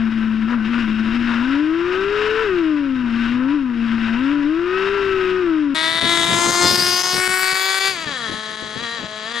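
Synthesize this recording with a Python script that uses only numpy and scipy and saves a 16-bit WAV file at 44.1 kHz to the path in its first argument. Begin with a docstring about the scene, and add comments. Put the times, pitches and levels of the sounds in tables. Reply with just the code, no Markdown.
"""A quiet street, where a small glow-plug model car engine is heard first by a sealed camera bolted to the
chassis, then by a hand-held one at the roadside as the car comes, passes and drives off.
On board, tones locked to the firing rate, filtered pulses and noise make the housing shake, knock and rattle.
From the road, sharp pulses and gated hiss excite the resonances of pipe and shell, a delayed inverted copy
notches them, and low filtered noise makes wind thump the two ports."""
import sys
import numpy as np
from scipy import signal
from scipy.fft import rfft, irfft, next_fast_len
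from scipy.io import wavfile
from scipy.ndimage import uniform_filter1d, map_coordinates

SR = 44100
rng = np.random.default_rng(int(sys.argv[2]) if len(sys.argv) > 2 else 0)


def persist_wave(psi):
    """Save psi, clipped to +-1, as 16-bit WAV."""
    counts = np.round(np.clip(psi, -1, 1) * 32767).astype(np.int16)
    wavfile.write(sys.argv[1], SR, np.atleast_2d(counts).T)


def magnitude_from_level(level_db):
    """Linear magnitude for a level in decibels (20 dB per decade)."""
    exponent = np.asarray(level_db, float) / 20
    return 10 ** exponent


N = 414540
T = np.arange(N) / SR

# Engine and chassis on board: t/s, firing rate f/Hz, rattle level/dB (also the measure of load)
RIDE = [(0.0, 225, -32.5), (0.47, 219.2, -37), (0.51, 239.3, -28), (0.56, 238.7, -32.5), (0.6, 216.7, -32),
        (0.67, 219, -27.5), (0.7, 236.7, -32), (0.81, 234.2, -27.5), (0.85, 217, -33.5), (1.11, 221.4, -29),
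        (1.15, 237.5, -27.5), (1.38, 234.2, -27.5), (1.61, 298.8, -27.5), (1.95, 372.7, -24.5),
        (2.13, 415, -25.5), (2.3, 431.7, -24), (2.43, 446, -21.5), (2.51, 374, -28.5), (2.64, 322, -28.5),
        (2.84, 278.8, -31), (3.09, 231.5, -31.5), (3.26, 233, -26), (3.45, 261.8, -31.5),
        (3.55, 301.3, -29), (3.66, 251.4, -34), (3.76, 230.9, -35), (4.14, 226.7, -27), (4.22, 263.7, -30),
        (4.33, 292.3, -28.5), (4.44, 285.6, -28.5), (4.6, 341.6, -27.5), (4.76, 378.3, -24.5),
        (4.95, 402, -25.5), (5.26, 369.8, -28), (5.39, 370, -29.5), (5.51, 324, -30), (5.74, 271.3, -32.5)]
# Outline of the housing's response: f/Hz, relative level/dB
HOUSING = [(300, -31.5), (480, -12.5), (800, -16.5), (970, -10), (1500, -2.5), (2240, -11), (2700, -7.5),
           (3450, -18), (4300, -26), (5300, -26), (6100, -36.5), (8000, -42), (9000, -52), (12000, -53),
           (15000, -81)]
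# Housing resonances in knock and rattle: f/Hz, width/Hz, level/dB above the outline
HOUSING_MODES = [(596, 45, -2), (991, 43, 8), (1325, 26, 4.5), (1530, 72, 5), (2774, 69, 2),
                 (3778, 83, 10.5), (5200, 55, 6)]
# Housing resonances that let a tone through: f/Hz, width/Hz, level/dB
TONE_MODES = [(678, 40, -14.5), (985, 75, -5), (1291, 185, 0), (1496, 170, -10.5), (1900, 140, -9.5)]
# Outline of the road rumble: f/Hz, relative level/dB
RUMBLE = [(20, 5), (33, 0.5), (60, -2.5), (110, -4), (200, -7), (340, 4), (420, -19), (700, -54.5)]
# Tones on a housing resonance: level/dB for 2, 3, 4 and 5 times the firing rate, then for the gears
TONE_LEVELS = (-39.5, -30, -29, -33, -26.5)
# Engine from the road: t/s, firing rate f/Hz, relative level/dB
PASS = [(5.76, 317, -21), (6.11, 340.1, -21), (6.22, 336.8, -20), (6.5, 347.3, -20), (6.7, 355.1, -20),
        (6.78, 356.8, -20), (6.82, 355.9, -21), (7.02, 362.1, -22.5), (7.88, 387.1, -24.5),
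        (7.92, 380.6, -30), (7.96, 349, -30.5), (8.04, 315.7, -32), (8.2, 236.8, -28.5), (8.28, 214.8, -26),
        (8.42, 216.5, -29), (8.76, 214.2, -30), (8.81, 234.4, -29), (8.83, 238, -26.5), (8.88, 230.9, -28),
        (8.96, 235.3, -29.5), (9.01, 212.9, -31.5), (9.24, 215.6, -30), (9.33, 237.4, -27.5),
        (9.4, 235.3, -24.5)]
# Overtones that stand clear of the rasp: start t/s, length/s, multiple of the firing rate, relative level/dB
SINGING = [(5.759, 0.95, 6, -38), (5.717, .72, 11, -35), (6.11, .45, 12, -36), (6.258, 0.41, 1, -31.5),
           (6.3, 0.63, 15, -52), (6.578, 0.18, 10, -21), (6.536, 0.2384, 12, -26), (5.72, .6, 10, -31.5),
           (8.765, 0.25, 17, -35), (9.27, .2, 15, -36.5), (6.59, 0.55, 14, -27.5), (6.598, 0.47, 13, -22.5),
           (6.66, 0.083, 15, -46), (6.896, .28, 17, -33), (6.9, 0.26, 16, -32.5), (7.452, .48, 12, -43),
           (7.339, 0.66, 13, -38.5), (7.91, 0.46, 4, -42), (7.904, 0.46, 6, -44), (7.05, 0.2, 1, -51),
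           (7.165, 0.74, 6, -35), (7.53, 0.444, 9, -29.5), (8.305, 0.53, 3, -40), (8.77, 0.25, 8, -33),
           (8.976, 0.38, 3, -35.5), (9.272, 0.24, 8, -32)]
# Way the car faces: t/s, side (0 nose on, 1 shoulder, 2 flank, 3 quarter, 4 tail on, 5 far down the street)
HEADING = [(5.75, 0), (6.27, .15), (6.48, 1), (6.6, 1), (6.72, 2), (7.12, 2), (7.24, 3), (7.4, 3.2),
           (7.55, 4), (7.9, 4), (8.2, 5), (9.4, 5)]
# Outlines of what the pipe radiates to each side: f/Hz, relative level/dB
NOSE = [(120, -46), (200, -13.5), (332, -5), (581, -23.5), (659, -6), (734, -17.5), (980, -7.5), (1780, -9),
        (1980, -8.5), (2750, -14), (3670, -1.5), (5660, -24.5), (10100, -20), (15000, -41)]
SHOULDER = [(120, -44.5), (200, -21), (344, -3.5), (419, -17.5), (696, -14.5), (946, -5.5), (1020, -10),
            (1110, -10), (1430, -12), (1600, -17), (2130, -12.5), (2550, -19), (6420, -12.5),
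            (15000, -36.5)]
FLANK = [(120, -48), (200, -28), (357, -4), (467, -9.5), (708, -12), (980, -7), (1070, -8), (1330, -10),
         (1410, -8.5), (1540, -12.5), (3060, -9.5), (5070, -8), (5450, -11), (15000, -19)]
QUARTER = [(120, -62), (200, -27), (332, -21), (363, -3), (435, -24.5), (671, -18), (721, -12.5),
           (1170, -9.5), (1490, -6.5), (1980, -12), (2210, -8.5), (2800, -18), (8120, -11.5), (15000, -29)]
TAIL = [(200, -38), (370, -5.5), (750, -9.5), (1300, -8), (2300, -7.5), (3600, -8.5), (5000, -18),
        (7000, -18.5), (10500, -15.5), (15000, -26)]
FAR = [(130, -34.5), (220, -27.5), (450, -5.5), (1000, -17), (1800, -8.5), (3500, -11), (5000, -7.5),
       (7500, -17.5), (10500, -27), (13000, -54.5)]
# Resonances of pipe and shell, one list for each side in order: f/Hz, width/Hz, level/dB above the outline
RINGS = [
    [(1950, 640, 4.5), (2680, 240, -1.5), (3740, 520, 1), (5800, 900, 6), (8450, 620, 4)],
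    [(2680, 500, -5), (4160, 1100, -2.5), (5600, 500, -12.5), (6600, 810, 3), (8600, 780, 5)],
    [(2340, 530, -6.5), (5060, 720, 7), (6400, 830, 2), (7600, 750, -5.5)],
    [(1770, 670, 3), (3020, 530, 4), (6540, 1100, -8.5), (8100, 1100, 2.5), (11100, 780, 7)],
    [(1520, 470, 0.5), (2350, 380, 4), (3467, 330, 0), (4645, 538, 13), (5800, 730, -3), (6540, 1200, 10)],
    [(1145, 520, 14), (1790, 140, 13.5), (2530, 320, -7.5), (3334, 210, 14.5), (3929, 110, 14),
     (5420, 520, -11.5), (10317, 1000, 11)],
]
# Close echo of opposite sign: t/s, nominal lag/ms, share of the direct sound (0-1)
ROAD_ECHO = [(5.75, 0.28, 0.05), (6.4, 0.47, 0.2), (6.6, 0.3, 0.1), (6.75, 0.3, 0.19), (7.0, 0.23, 0.22),
             (7.12, .26, 0.1), (7.3, 0.307, 0.1), (7.45, 0.31, 0.35), (7.7, 0.34, 0.49), (8.0, 0.318, 0.05),
             (9.4, 0.44, 0)]
# Contrast of the two ports, used about its mean: f/Hz, left minus right level/dB
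PORTS = [(60, -10), (110, -18.5), (200, 23), (380, 6.5), (700, 8.5), (1290, 8), (2380, 12), (4400, 2.5),
         (8120, 5), (15000, 3)]
# Wind thumps: onset t/s, relative peak level/dB, left minus right level/dB
THUMPS = [(6.022, -36, 43), (6.055, -47, 19), (6.178, -30, 7), (6.219, -44, 3), (6.301, -21, 0),
          (6.32, -29, 9), (6.367, -27, -3.5), (6.458, -19.5, -2), (6.481, -27, -2), (6.633, -18, -0.4),
          (6.702, -20.5, 2), (6.771, -24, 0), (6.805, -28, 11), (6.93, -39, -2), (7.13, -32.5, 27),
          (7.175, -36, 26), (7.276, -34, 23), (7.52, -35, 3), (8.061, -29, 9), (8.288, -35, 24),
          (8.313, -37, 29), (8.619, -35.5, 24), (8.754, -35, 27), (8.804, -40.5, 32), (8.985, -28, 3),
          (9.025, -33, 18)]
# Soft, changing breeze: t/s, relative level/dB
BREEZE = [(5.75, -42), (6.55, -34.5), (6.8, -43), (7.39, -52), (7.65, -72), (7.88, -46), (8.03, -44),
          (8.4, -48.5), (8.68, -48.5), (8.95, -51), (9.4, -50)]
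# Outline of the wind noise: f/Hz, relative level/dB
WIND = [(30, -19.5), (60, -11.5), (110, -2.5), (200, 0.5), (400, -5.5), (600, -10), (1200, -25.5),
        (4000, -95)]
# Narrow band of noise near 14.4 kHz: start t/s, length/s, relative level/dB
TREBLE_BAND = (6.66, 1.27, -48)

VIEW_CHANGE_S = 5.745  # from the chassis to the roadside
IDLE_HZ, GEAR_RATIO = 225, 3.4
DIP_EVERY_S = .256
CEILING = .74  # limit of the roadside waveform before its faint treble is gated


def columns(table):
    """Linear interpolation turns every column after time into a curve over all samples."""
    s, *rest = np.transpose(table)
    return [np.interp(T, s, c) for c in rest]


def unit(x):
    """Normalisation of signal power: scale to rms 1."""
    return x / np.sqrt(np.mean(x ** 2))


def resonance(f, centre, width):
    """Resonance principle: a response of 1 at the centre that falls to half at half a width away."""
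    return 1 / (1 + (2 * (f - centre) / width) ** 2)


def colour(x, points, modes=()):
    """Minimum-phase filtering: a causal response with the given (Hz, dB) outline and resonances on top."""
    f = np.linspace(1, SR / 2, 4097)
    hz, db = np.transpose(points)
    db = np.interp(np.log(f), np.log(hz), db)
    for centre, width, peak_db in modes:
        db = db + peak_db * resonance(f, centre, width)
    # folding the cepstrum forward in time makes the response causal
    cepstrum = irfft(np.log(magnitude_from_level(db)))
    cepstrum[1:4096] *= 2
    cepstrum[4097:] = 0
    response = irfft(np.exp(rfft(cepstrum)))[:2048]
    return signal.oaconvolve(x, response)[:N]


def walk(rate):
    """Band-limited fluctuation: random levels held 1 / rate s and slewed twice; spread near 1."""
    k = max(int(SR / rate), 2)
    held = np.repeat(rng.standard_normal(N // k + 1), k)
    return 1.3 * uniform_filter1d(uniform_filter1d(held, k), k)[:N]


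def fire(turns, scatter_db, skip_db, late):
    """Impulsive excitation: one pulse a turn, sizes and timing scattered, odd firings offset by skip_db."""
    whole = np.arange(1, int(turns[-1]))
    chance = rng.standard_normal((N // 50, 2))[:len(whole)].T
    at = np.interp(whole + late * chance[0], turns, np.arange(N))  # late: spread in turns
    scatter_db = np.interp(whole, turns, scatter_db + 0 * turns)
    skip_db = np.interp(whole, turns, skip_db + 0 * turns)
    size = magnitude_from_level(scatter_db * chance[1] + skip_db * (whole % 2))
    # a windowed sinc places each pulse between samples
    taps = np.floor(at).astype(int)[:, None] + np.arange(-7, 9)
    gap = taps - at[:, None]
    shape = np.sinc(gap) * np.cos(np.pi * gap / 16) ** 2
    pulses = np.zeros(N + 16)
    np.add.at(pulses, np.clip(taps, 0, N + 15), size[:, None] * shape)
    puff = np.interp(turns, whole, size)
    return pulses[:N], puff


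def chassis_shake(hz, turns, lumpy):
    """Forced vibration: the housing shakes once a turn, most where the firing rate meets the mount resonance."""
    shake_db = -20 + 8.37 * resonance(hz, 307, 92.6)
    unevenness_db = lumpy * (0.99 * walk(30) + 0.84 * walk(120))
    return np.sqrt(2) * np.sin(2 * np.pi * turns) * magnitude_from_level(shake_db + unevenness_db)


def half_order(hz, turns):
    """Subharmonic vibration: every second turn shakes a little harder, more so at speed."""
    return np.sin(np.pi * turns) * magnitude_from_level(-44 + 1.3 * np.log2(hz / 300) + 4.9 * walk(14.0))


def tone_gain(f, load):
    """Resonant transmission: a tone sings out while it crosses a housing resonance, louder under load."""
    return load * sum(magnitude_from_level(db) * resonance(f, centre, width) for centre, width, db in TONE_MODES)


def housing_overtones(hz, turns, load):
    """Harmonic excitation: multiples of the firing rate sound through the housing's resonances."""
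    second = np.sin(4 * np.pi * turns + 1) * magnitude_from_level(-35.5) * resonance(2 * hz, 600, 140)
    overtone = second * magnitude_from_level(3.9 * walk(17))
    for k, db in zip((2, 3, 4, 5), TONE_LEVELS[:-1]):
        tone = np.sin(2 * np.pi * k * turns)
        overtone = overtone + tone * tone_gain(k * hz, load) * magnitude_from_level(db + 2.8 * walk(14))
    return overtone


def gears(hz, load):
    """Gear meshing: a tone at a fixed ratio to the firing rate, and its octave, cross the housing resonances."""
    mesh = 2 * np.pi * GEAR_RATIO * np.cumsum(hz * (1 + 0.00375 * walk(30))) / SR
    whine = np.sin(mesh) + magnitude_from_level(-10.0) * np.sin(2 * mesh)
    return whine * tone_gain(GEAR_RATIO * hz, load) * magnitude_from_level(TONE_LEVELS[-1] + 2.2 * walk(40))


def knock(pulses, load):
    """Impulse response: each firing strikes the housing and excites its modes."""
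    return unit(colour(pulses, HOUSING, HOUSING_MODES)) * load * magnitude_from_level(-35)


def rattle(hz, turns, puff, rattle_db, lumpy):
    """Amplitude modulation: noise gated by each firing chatters through the housing's modes."""
    gate = 0.75 + puff * np.exp(-(turns % 1) / 0.48)
    noise = unit(colour(gate * rng.standard_normal(N), HOUSING, HOUSING_MODES))
    # low and high parts of the housing chatter each in their own time
    low = signal.sosfilt(signal.butter(2, 2100, fs=SR, output="sos"), noise)
    high = noise - low
    burst_db = 1.0 + 1.2 * lumpy
    low = low * magnitude_from_level(burst_db * walk(18))
    high = high * magnitude_from_level(burst_db * walk(11) + 0.83 * np.log2(hz / 300))
    return (low + high) * magnitude_from_level(rattle_db + 1.09 * walk(90) + 0.91 * lumpy * walk(7.7))


def road_rumble(hz, rattle_db):
    """Structure-borne noise: the lower the firing rate, the more the road thuds through."""
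    rumble_db = -34.5 + .2 * (rattle_db + 32.5) - 2.7 * np.log2(hz / 300)
    rumble_db = rumble_db + 1.1 * walk(3.4) + 0.69 * walk(12)
    return unit(colour(rng.standard_normal(N), RUMBLE)) * magnitude_from_level(rumble_db)


def gain_control(x):
    """Dynamic range compression: the camera on board follows loudness and turns down what exceeds a threshold."""
    threshold_db, ratio = -19, 6.2
    attack_s, release_s = 0.018, 0.1
    step = SR // 1000  # about 1 ms
    power = uniform_filter1d(x ** 2, size=441)[::step]
    heard, e = [], power[0]
    for p in power:
        e += (p - e) * min(step / SR / (attack_s if p > e else release_s), 1)
        heard.append(e)
    over_db = np.maximum(10 * np.log10(heard) - threshold_db, 0)
    over_db = np.interp(np.arange(N), np.arange(len(power)) * step, over_db)
    return x * magnitude_from_level(-over_db * (1 - 1 / max(ratio, 1)))


def on_board():
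    """Structure-borne sound: engine, gears and road reach the sealed camera through the chassis."""
    hz, rattle_db = columns(RIDE)
    lumpy = np.clip((IDLE_HZ / hz) ** 3, 0, 1)  # the slower, the more unevenly it runs
    load = magnitude_from_level(.5 * (rattle_db + 27))
    turns = np.cumsum(hz * (1 + .006 * lumpy * walk(45))) / SR
    pulses, puff = fire(turns, scatter_db=1.5, skip_db=-1.5, late=.008)
    mix = chassis_shake(hz, turns, lumpy) + half_order(hz, turns)
    mix = mix + housing_overtones(hz, turns, load) + gears(hz, load)
    mix = mix + knock(pulses, load) + rattle(hz, turns, puff, rattle_db, lumpy)
    mix = mix + road_rumble(hz, rattle_db)
    return gain_control(mix) * magnitude_from_level(np.array([[3.1], [-4.6]]))  # left, right


def exhaust_bang(pulses, hz):
    """Dispersion: the bang is dull, and leaves the pipe with its treble a little later than its bass."""
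    dull = colour(pulses, [(4200, 0), (7000, -6), (12000, -11)])
    size = next_fast_len(N)
    f = np.fft.rfftfreq(size, 1 / SR)
    smear = np.exp(-1j * np.pi * 0.0013 * f ** 2 / 8000)  # delays 8 kHz by 1.3 ms
    bang = irfft(rfft(dull, size) * smear, size)[:N]
    return unit(bang) * np.sqrt(hz / 300)


def gas_hiss(turns, puff):
    """Jet noise: gas puffs modulate bright noise, one part for both ports and one for each."""
    gate = 3.4 + puff * np.exp(-(turns % 1) / 3.3)
    bright = [(300, -7), (2200, -3), (4500, -1), (7000, 0)]
    shared, *own = (unit(colour(gate * rng.standard_normal(N), bright)) for _ in range(3))
    return [.7 * shared + .7 * hiss for hiss in own]


def radiate(source, heading):
    """Directivity: the side of the car that faces the listener sets the outline and resonances heard."""
    car = 0
    for k, face in enumerate((NOSE, SHOULDER, FLANK, QUARTER, TAIL, FAR)):
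        facing = np.clip(1 - abs(heading - k), 0, 1) ** 0.7
        car = car + facing * unit(colour(source, face, RINGS[k]))
    return car


def close_echo(car, stretch):
    """Comb filtering: a close echo of opposite sign notches the direct sound."""
    lag_ms, share = columns(ROAD_ECHO)
    echo_at = np.arange(N) - stretch * lag_ms * SR / 1000
    return car - np.clip(share, 0, .9) * map_coordinates(car, [echo_at], order=3)


def swell(s, length):
    """Amplitude envelope: 0 to 1 and back, with soft ends 0.08 s long."""
    return np.clip(np.minimum(T - s, s + length - T) / .08, 0, 1) ** 2


def singing_overtones(hz, turns, level_db):
    """Harmonic series: the firing tone and a few overtones stand out clear of the rasp."""
    drone = np.sin(2 * np.pi * turns - .6) * magnitude_from_level(level_db - 15 + 1.5 * walk(40))
    waver_db = 2.6 * walk(40) + 2 * walk(150)
    for k in {round(row[2]) for row in SINGING}:
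        size = sum(swell(s, length) * magnitude_from_level(db) for s, length, multiple, db in SINGING if round(multiple) == k)
        waver = magnitude_from_level(np.roll(waver_db, 999 * k) * (hz / 360) ** 2)  # steadier when slow
        drone = drone + np.sin(2 * np.pi * k * turns - .6) * size * waver
    return drone * magnitude_from_level(np.array([[3.0], [-2.5]]))  # left, right


def passing():
    """Source, path and receiver: bangs and hiss are shaped by the car's side, a close echo and the two ports."""
    hz, level_db = columns(PASS)
    closeness = np.exp(-((T - 6.4) / 0.9) ** 2)  # broad swell about 6.4 s, 0-1
    lift = np.clip(-uniform_filter1d(np.gradient(hz), size=2205) * SR / 500, 0, 1)  # revs falling, 0-1
    heading = np.clip(columns(HEADING)[0] + .15 * walk(14), 0, 5)  # the colour wavers at random
    pan_db = 4.5 + 0.5 * closeness  # left minus right
    # hiss beside the bangs: more in the swell, more while the revs fall and more per octave of revs
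    gas_db = -1 + 1.8 * closeness + 3 * lift + 2 * np.log2(hz / 300)
    turns = np.cumsum(hz * (1 + .0012 * walk(30) + .011 * lift * walk(60))) / SR  # ragged off throttle
    # the faster it runs, the more unevenly it fires
    skip_db = -.016 * (hz - 170) * (1 + .8 * walk(12))
    pulses, puff = fire(turns, scatter_db=.008 * (hz - 110), skip_db=skip_db, late=.006)
    bang = exhaust_bang(pulses, hz)
    hz_port, db_port = np.transpose(PORTS)
    out = []
    # each port has its own path for the echo and its own share of the hiss
    for side, hiss, stretch in zip((1, -1), gas_hiss(turns, puff), (1.06, .98)):
        car = radiate(bang + magnitude_from_level(gas_db) * hiss, heading)
        car = close_echo(car, stretch)
        car = colour(car, np.transpose([hz_port, side * (db_port - db_port.mean()) / 2]))
        out.append(car * magnitude_from_level(level_db + side * pan_db / 2))
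    return -(np.array(out) + singing_overtones(hz, turns, level_db))


def wind():
    """Turbulent pressure: a soft, changing breeze and sudden thumps strike the two ports, only partly alike."""
    size = np.ones((2, 1)) * magnitude_from_level(columns(BREEZE)[0] + 6 + 3 * walk(25))
    age = np.arange(SR // 10) / SR / .033
    shape = age * np.exp(1 - age * 3) * 8  # peaks 11 ms after the onset
    for s, peak_db, pan_db in THUMPS:
        at = int(s * SR)
        port_db = np.array([[pan_db], [-pan_db]]) / 2
        size[:, at:at + len(age)] += shape * magnitude_from_level(peak_db - 9 + port_db)
    shared, *own = (unit(colour(rng.standard_normal(N), WIND)) for _ in range(3))
    return size * (0.44 * shared + 0.29 * np.array(own))


def treble_band():
    """Band-pass filtering: noise confined to a narrow band near 14.4 kHz flickers in level."""
    band = colour(rng.standard_normal(N), [(13900, -65), (14300, -19), (14500, -14), (14800, -72)])
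    s, length, db = TREBLE_BAND
    flicker = magnitude_from_level(db + 5.1 * walk(7) + 2 * walk(30))
    return unit(band) * swell(s, length) * flicker * magnitude_from_level(np.array([[1.5], [-1.5]]))


def dips():
    """Periodic gating: the level dips to a fifth at a steady beat and recovers within milliseconds."""
    age = (T - VIEW_CHANGE_S) % DIP_EVERY_S
    fade_out = np.clip((DIP_EVERY_S - age) / .001, .2, 1)
    fade_in = 1 - .8 * np.exp(-age / .006)
    return np.minimum(fade_in, fade_out)


def treble_holes(x, from_hz, floor_db, rise_db):
    """Spectral gating: faint treble cells under a threshold that rises with pitch fall silent."""
    f, _, cells = signal.stft(x, SR, nperseg=1024)
    strength = np.sqrt(uniform_filter1d(np.abs(cells) ** 2, size=7, axis=1))
    # chance shifts the strength in groups of seven bins
    chance = np.repeat(rng.standard_normal((80, cells.shape[2])), 7, axis=0)[:len(f)]
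    strength = strength * magnitude_from_level(9.5 * chance)
    limit = magnitude_from_level(floor_db + rise_db * np.log2(np.maximum(f, 1) / from_hz))[:, None]
    keep = (strength.mean(axis=0) > limit) | (f[:, None] < from_hz / 1.3)
    keep = keep * (f[:, None] < 14800)
    return signal.istft(cells * keep, SR, nperseg=1024)[1][:, :N]


def scene():
    """Superposition and saturation: the chassis gives way to the road, where the loudest bangs are rounded off."""
    car = np.clip((VIEW_CHANGE_S - T) / 0.0046, 0, 1)
    road = np.clip((T - VIEW_CHANGE_S) / 0.0016, 0, 1)
    street = passing() + wind() + treble_band()
    street = CEILING * np.tanh(street / CEILING * 1.128)
    street = treble_holes(street, from_hz=10500, floor_db=-67, rise_db=17)  # rise in dB per octave
    return car * on_board() + road * dips() * street


def low_pass(x):
    """Removes everything above the highest recorded frequency."""
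    return signal.sosfilt(signal.butter(12, 16410, fs=SR, output="sos"), x)


def record(dry):
    """Signal chain: the finished mix goes through its last stage."""
    return low_pass(dry)


dry = scene()
out = record(dry)
persist_wave(out)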